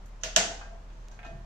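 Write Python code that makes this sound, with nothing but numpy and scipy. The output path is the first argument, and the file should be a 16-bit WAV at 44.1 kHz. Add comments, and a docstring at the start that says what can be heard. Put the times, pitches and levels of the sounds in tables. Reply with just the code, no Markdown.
"""A knife prises coconut flesh from its shell, close to a phone in a hard-walled kitchen.
The flesh gives with a small crack, then a loud one: bursts of noise, with fading tones for the hollow shell.
Soft knocks are short noise with tones, rubs are a swelling hum, scrapes are grainy noise; one click
is a single pulse and the hands bump dully. Fading noise makes the room's echo.
Behind it all lie a low hum of sine waves and the soft noise of room air."""
import sys
import numpy as np
from scipy import signal
from scipy.fft import rfft, irfft
from scipy.io import wavfile
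from scipy.ndimage import uniform_filter1d

SR = 44100
rng = np.random.default_rng(int(sys.argv[2]) if len(sys.argv) > 2 else 0)


def to_wav(s):
    """Save 16-bit WAV."""
    ch = np.atleast_2d(s).T  # columns
    pcm = np.round(np.clip(ch, -1, 1) * 32767)  # PCM
    wavfile.write(sys.argv[1], SR, pcm.astype(np.int16))


N = 63945
T = np.arange(N) / SR  # seconds
HZ = np.maximum(np.fft.rfftfreq(N, 1 / SR), 1)  # kept above zero for the logarithms

# The two cracks of the flesh. Each row: start in seconds, snap level in dB, room level in dB,
# hollow ring level in dB, bass shelf in dB, top edge in Hz, left minus right of the snap in dB,
# pitch of the ring as a ratio.
CRACKS = [(0.2336, -27.5, -36.5, -37.5, -6.5, 7000, -9.5, 0.96),
          (0.3611, -9.5, -23, -23, -3.5, 8300, -3, 1)]
# The stages of each crack: a first split, a tear, the break.
# Each row: delay in seconds, level in dB, centre in Hz, decay time in seconds.
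CRACK_STAGES = [(0, -16, 5000, .0006), (.0007, -1, 3000, .0007), (.002, 4, 7046, 0.0014)]
STAGE_RISE_S, STAGE_OCTAVES = 0.00038, 4.8
# Colour of the snap, then of its echo in the room. Each row: frequency in Hz, relative level in dB per Hz.
SNAP_COLOUR = [(80, -3.5), (400, -14.5), (800, -16), (1150, -7.5), (1550, 3), (2220, -8), (2930, 1),
               (4200, -6), (5200, -3.5), (6600, 4.5), (8200, -12), (9300, -22), (15000, -26.5)]
ECHO_COLOUR = [(60, -10), (110, -10), (180, -6), (280, -3.5), (480, -7), (720, 2.5), (1000, -5), (1250, -5),
               (1600, 1), (2300, -5.5), (3000, -1), (4200, -5.5), (5300, -3.5), (6500, 1), (8000, -6.5),
               (9300, -13), (15000, -19.5)]
BASS_SHELF_HZ, ECHO_DELAY_S = 1200, 0.003

# Ring of the hollow shell and the surface under it.
# Each row: frequency in Hz (before the pitch ratio), relative level in dB, time to fall 60 dB in seconds.
HOLLOW_MODES = [(189.8, -21.5, 0.91), (451.2, -18, 0.62), (526.8, -6.5, 0.21), (642, -8.5, 0.39),
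                (675.3, -1, 0.31), (699.2, -10, 0.34), (1498, -15, 0.52), (2060, -12.5, .4),
                (2838, -9, .35), (2894, -8, .35)]
HOLLOW_RISE_S = 0.01
# The waver of every ring: level in dB, phase in radians, random points per second.
RING_WAVER_DB, RING_WAVER_RAD, RING_WAVER_RATE = 3, 0.56, 45

# Soft knocks of shell and blade.
# Each row: start in seconds, thud level in dB, ring level in dB, centre of the thud in Hz.
KNOCKS = [(.612, -39, -52, 1343), (.901, -59, -74, 2800), (1.120, -50.5, -65, 880),
          (1.1905, -44.5, -54, 1920), (1.230, -46.5, -55, 2370), (1.248, -43.5, -51, 1100)]
# What the knocks ring with. Each row: frequency in Hz, relative level in dB, time to fall 60 dB in seconds.
KNOCK_MODES = [(713, 6, 0.1333), (827.5, -2, 0.3), (1329, -4, 0.25), (1595, -0.5, 0.5), (1804, -7.5, 0.81),
               (2503, -2.5, 0.33)]
KNOCK_DECAY_S, KNOCK_OCTAVES = 0.0052, 0.56
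KNOCK_ROOM_DB = -15.5  # relative to the thud

# Rubs that make the hollow hum.
# Each row: time of the peak in seconds, level in dB, rise in seconds, fall in seconds.
RUBS = [(0.516, -44, 0.017, 0.025), (0.676, -55.5, 0.0056, 0.027), (0.731, -46, 0.016, 0.021),
        (1.312, -47.5, 0.058, 0.071)]
RUB_HZ, RUB_WIDTH_HZ = 673, 83
RUB_ROUGH = 0.57  # share of noise beside the steady tone

# Blade scrapes. Each row: start in seconds, level in dB, decay time in seconds, centre in Hz,
# room level in dB relative to the scrape.
SCRAPES = [(0.057, -63.5, .03, 11050, -12), (0.212, -55.5, 0.0049, 4770, -10), (.925, -68, .15, 5030, -26),
           (1.113, -64, 0.0135, 5380, 0), (1.246, -58, 0.098, 3300, -3)]
# Colour of the blade. Each row: frequency in Hz, relative level in dB.
BLADE_COLOUR = [(1000, 1.5), (3500, -3), (5200, -8.5), (6500, 1), (7600, -10.5), (9300, -19.5),
                (12500, -14), (15000, -22)]
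SCRAPE_OCTAVES, SCRAPE_GRAIN = 1.15, 0.52
# One dry click of the blade tip: time in seconds, level in dB, centre in Hz.
CLICK_S, CLICK_DB, CLICK_HZ = 1.085, -32.5, 5720

# Dull bumps of the hands. Each row: start in seconds, level in dB.
BUMPS = [(1.262, -44.5), (1.313, -47), (1.35, -46), (1.384, -49)]
# Colour of the bumps. Each row: frequency in Hz, relative level in dB.
BUMP_COLOUR = [(30, -15), (75, -2.5), (140, 8), (220, -7), (400, -6), (1000, -42), (4000, -50.5)]
BUMP_DECAY_S = 0.031

# How long the kitchen echoes. Each row: frequency in Hz, time to fall 60 dB in seconds.
ROOM_T60 = [(150, 0.36), (600, 1), (1500, 0.48), (3000, 0.54), (6000, 0.51), (9000, 0.41), (15000, 0.12)]
EARLY_DB, EARLY_S, ROOM_RISE_S = -3, 0.057, 0.001
ROOM_BUILD_CYCLES = 1  # low notes take longer to fill the room
# How alike left and right are. Each row: frequency in Hz, correlation from -1 to 1.
LIKENESS = [(60, 0.9), (250, 0.93), (600, 0.62), (1100, -0.097), (2200, 0.15), (4500, 0.067),
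            (12000, -0.18)]

# Low hum, likely a motor. Each row: frequency in Hz, level in dB.
HUM = [(38.3, -44.5), (76.5, -62), (114, -64), (193, -68)]
HUM_WAVER_DB, HUM_WAVER_RAD = -0.6, 0.11
# Colour of the room air. Each row: frequency in Hz, relative level in dB per Hz.
AIR_COLOUR = [(20, 2), (40, 3), (90, -6.5), (170, -9.5), (280, -15.5), (480, -15.5), (690, -14.5),
              (1100, -16.5), (2200, -26), (4500, -32.5), (6700, -33.5), (9300, -46.5), (12500, -50),
              (15000, -59.5)]
AIR_DB = -51.5

TOP_HZ, CEILING = 15300, 1  # the phone's highest frequency and largest peak


def undb(db):
    """Turn decibels into a gain."""
    return 10 ** (np.asarray(db) / 20)


def curve(points, hz=HZ):
    """Read (Hz, value) points on a log-frequency axis."""
    point_hz, values = np.array(points).T
    return np.interp(np.log(hz), np.log(point_hz), values)


def tint(x, gain):
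    """Filter by a gain per frequency, keeping the power of white noise."""
    return irfft(rfft(x) * gain / np.sqrt(np.mean(gain ** 2)), N)


def hump(hz, octaves):
    """A bell-shaped gain around a centre frequency."""
    return 1 / (1 + (np.log2(HZ / hz) / octaves) ** 2) ** 1.5


def noise():
    """Stereo noise, alike in the bass and nearly unrelated in the treble."""
    likeness = np.clip(curve(LIKENESS), -.99, .99)
    mid, side = rfft(rng.standard_normal((2, N)))
    mid = mid * np.sqrt((1 + likeness) / 2)
    side = side * np.sqrt((1 - likeness) / 2)
    return irfft(np.array([mid + side, mid - side]), N)


def walk(rate):
    """A smoothed random wander around zero; rate is in random points per second."""
    steps = np.interp(T * rate, np.arange(400), rng.standard_normal(400))
    return uniform_filter1d(steps, size=200)


def strike(at, rise, fall, hold=0):
    """Loudness shape of a blow: a straight rise and an exponential fall that starts after the hold."""
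    return np.clip((T - at) / rise, 0, 1) * np.exp(-np.maximum(T - at - hold, 0) / fall)


def echo(room, at, gain):
    """The room's answer to a blow of a given time and colour."""
    start = int(at * SR)
    return np.pad(tint(room, gain), ((0, 0), (start, 0)))[:, :N]


def ring(at, modes, rise):
    """Fading tones that waver in the hand; the higher ones reach the two microphones out of step."""
    out = 0
    for hz, db, t60 in modes:
        skew = rng.standard_normal() * min(hz / 2500, 1) * np.array([[1], [-1]])
        phase = 2 * np.pi * hz * (T - at) + RING_WAVER_RAD * walk(RING_WAVER_RATE)
        wavering_level = undb(db + RING_WAVER_DB * walk(RING_WAVER_RATE))
        size = wavering_level * strike(at, rise, t60 / np.log(1000))
        out = out + size * np.sin(phase + skew)
    return out


def cracks(room):
    """Flesh tears from the shell in a few milliseconds, setting the hollow and the room ringing."""
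    out = 0
    for at, snap_db, room_db, ring_db, bass_db, edge_hz, pan_db, pitch in CRACKS:
        shelf = undb(bass_db / (1 + (HZ / BASS_SHELF_HZ) ** 4))
        # above the edge the sound is weaker but not gone
        shape = shelf * (undb(-6) + 1 / (1 + (HZ / edge_hz) ** 24))
        side_db = np.array([[pan_db], [-pan_db]]) / 2
        for delay, db, hz, fall in CRACK_STAGES:
            burst = noise() * strike(at + delay, STAGE_RISE_S, fall, STAGE_RISE_S)
            snap = tint(burst, undb(curve(SNAP_COLOUR)) * shape * hump(hz, STAGE_OCTAVES))
            out = out + snap * undb(snap_db + db + side_db)
        answer = echo(room, at + ECHO_DELAY_S, undb(curve(ECHO_COLOUR)) * shape)
        modes = [(hz * pitch, db, t60) for hz, db, t60 in HOLLOW_MODES]
        out = out + undb(room_db) * answer
        out = out + undb(ring_db) * ring(at, modes, HOLLOW_RISE_S)
    return out


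def knocks(room):
    """Shell and blade bump softly: a short thud, a ring and an echo."""
    out = 0
    for at, thud_db, ring_db, hz in KNOCKS:
        gain = hump(hz, KNOCK_OCTAVES)
        thud = tint(noise(), gain) * strike(at, 0.00047, KNOCK_DECAY_S)
        thud = thud + undb(KNOCK_ROOM_DB) * echo(room, at, gain)
        out = out + undb(thud_db) * thud
        out = out + undb(ring_db) * ring(at, KNOCK_MODES, 0.0012)
    return out


def rubs():
    """Rubbing swells the main resonance of the hollow: a steady tone with noise around it."""
    swell = 0
    for at, db, rise, fall in RUBS:
        before = np.exp(-((T - at) / rise) ** 2)
        after = np.exp(-abs(T - at) / fall)
        swell = swell + undb(db) * np.where(T < at, before, after)
    grain = tint(noise(), 1 / (1 + (2 * (HZ - RUB_HZ) / RUB_WIDTH_HZ) ** 2))
    tone = np.sqrt(2) * np.sin(2 * np.pi * RUB_HZ * T)
    return swell * (tone + RUB_ROUGH * grain)


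def scrapes(room):
    """The blade drags over the flesh: noise whose strength flickers in grains."""
    out = 0
    for at, db, fall, hz, room_db in SCRAPES:
        gain = hump(hz, SCRAPE_OCTAVES) * undb(curve(BLADE_COLOUR))
        grains = np.exp(SCRAPE_GRAIN * walk(300) - SCRAPE_GRAIN ** 2)
        drag = tint(noise() * grains * strike(at, 0.00092, fall), gain)
        out = out + undb(db) * (drag + undb(room_db) * echo(room, at, gain))
    return out


def click():
    """The blade tip slips once, too lightly to wake the room: one coloured pulse."""
    pulse = signal.unit_impulse(N, int(CLICK_S * SR))
    gain = hump(CLICK_HZ, SCRAPE_OCTAVES) * undb(curve(BLADE_COLOUR))
    return undb(CLICK_DB) * tint(pulse, gain)


def hands():
    """Low bumps as the shell is turned over: short bursts of dull noise."""
    bumps = sum(undb(db) * strike(at, 0.0036, BUMP_DECAY_S) for at, db in BUMPS)
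    return tint(noise(), undb(curve(BUMP_COLOUR))) * bumps


def kitchen():
    """The room's answer to a blow: dense early reflections, then a tail whose top treble dies first."""
    source = rfft(noise())
    centres = np.geomspace(100, 16000, 9)
    out = 0
    # each pick selects one of nine overlapping bands
    for hz, pick in zip(centres, np.eye(len(centres))):
        band = irfft(source * np.interp(np.log(HZ), np.log(centres), pick), N)
        rise = ROOM_RISE_S + ROOM_BUILD_CYCLES / hz
        out = out + band * strike(0, rise, curve(ROOM_T60, hz) / np.log(1000))
    return out * (1 + undb(EARLY_DB) * strike(0, ROOM_RISE_S, EARLY_S))


def background():
    """A low hum, likely a motor, made of wavering sine waves, with noise for the air of the room."""
    hum = 0
    for hz, db in HUM:
        size = undb(db + HUM_WAVER_DB * walk(2)) * np.sqrt(2)
        hum = hum + size * np.sin(2 * np.pi * hz * T + HUM_WAVER_RAD * walk(1.9))
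    return hum + undb(AIR_DB) * tint(noise(), undb(curve(AIR_COLOUR)))


def scene():
    """All the sounds of the kitchen, left and right."""
    room = kitchen()
    return cracks(room) + knocks(room) + rubs() + scrapes(room) + click() + hands() + background()


def record(dry):
    """The phone rounds off high peaks and cuts the top frequencies."""
    rounded = dry / (1 + (dry / CEILING) ** 4) ** (1 / 4)
    return signal.sosfilt(signal.ellip(8, .2, 70, TOP_HZ, fs=SR, output="sos"), rounded)


dry = scene()
out = record(dry)
to_wav(out)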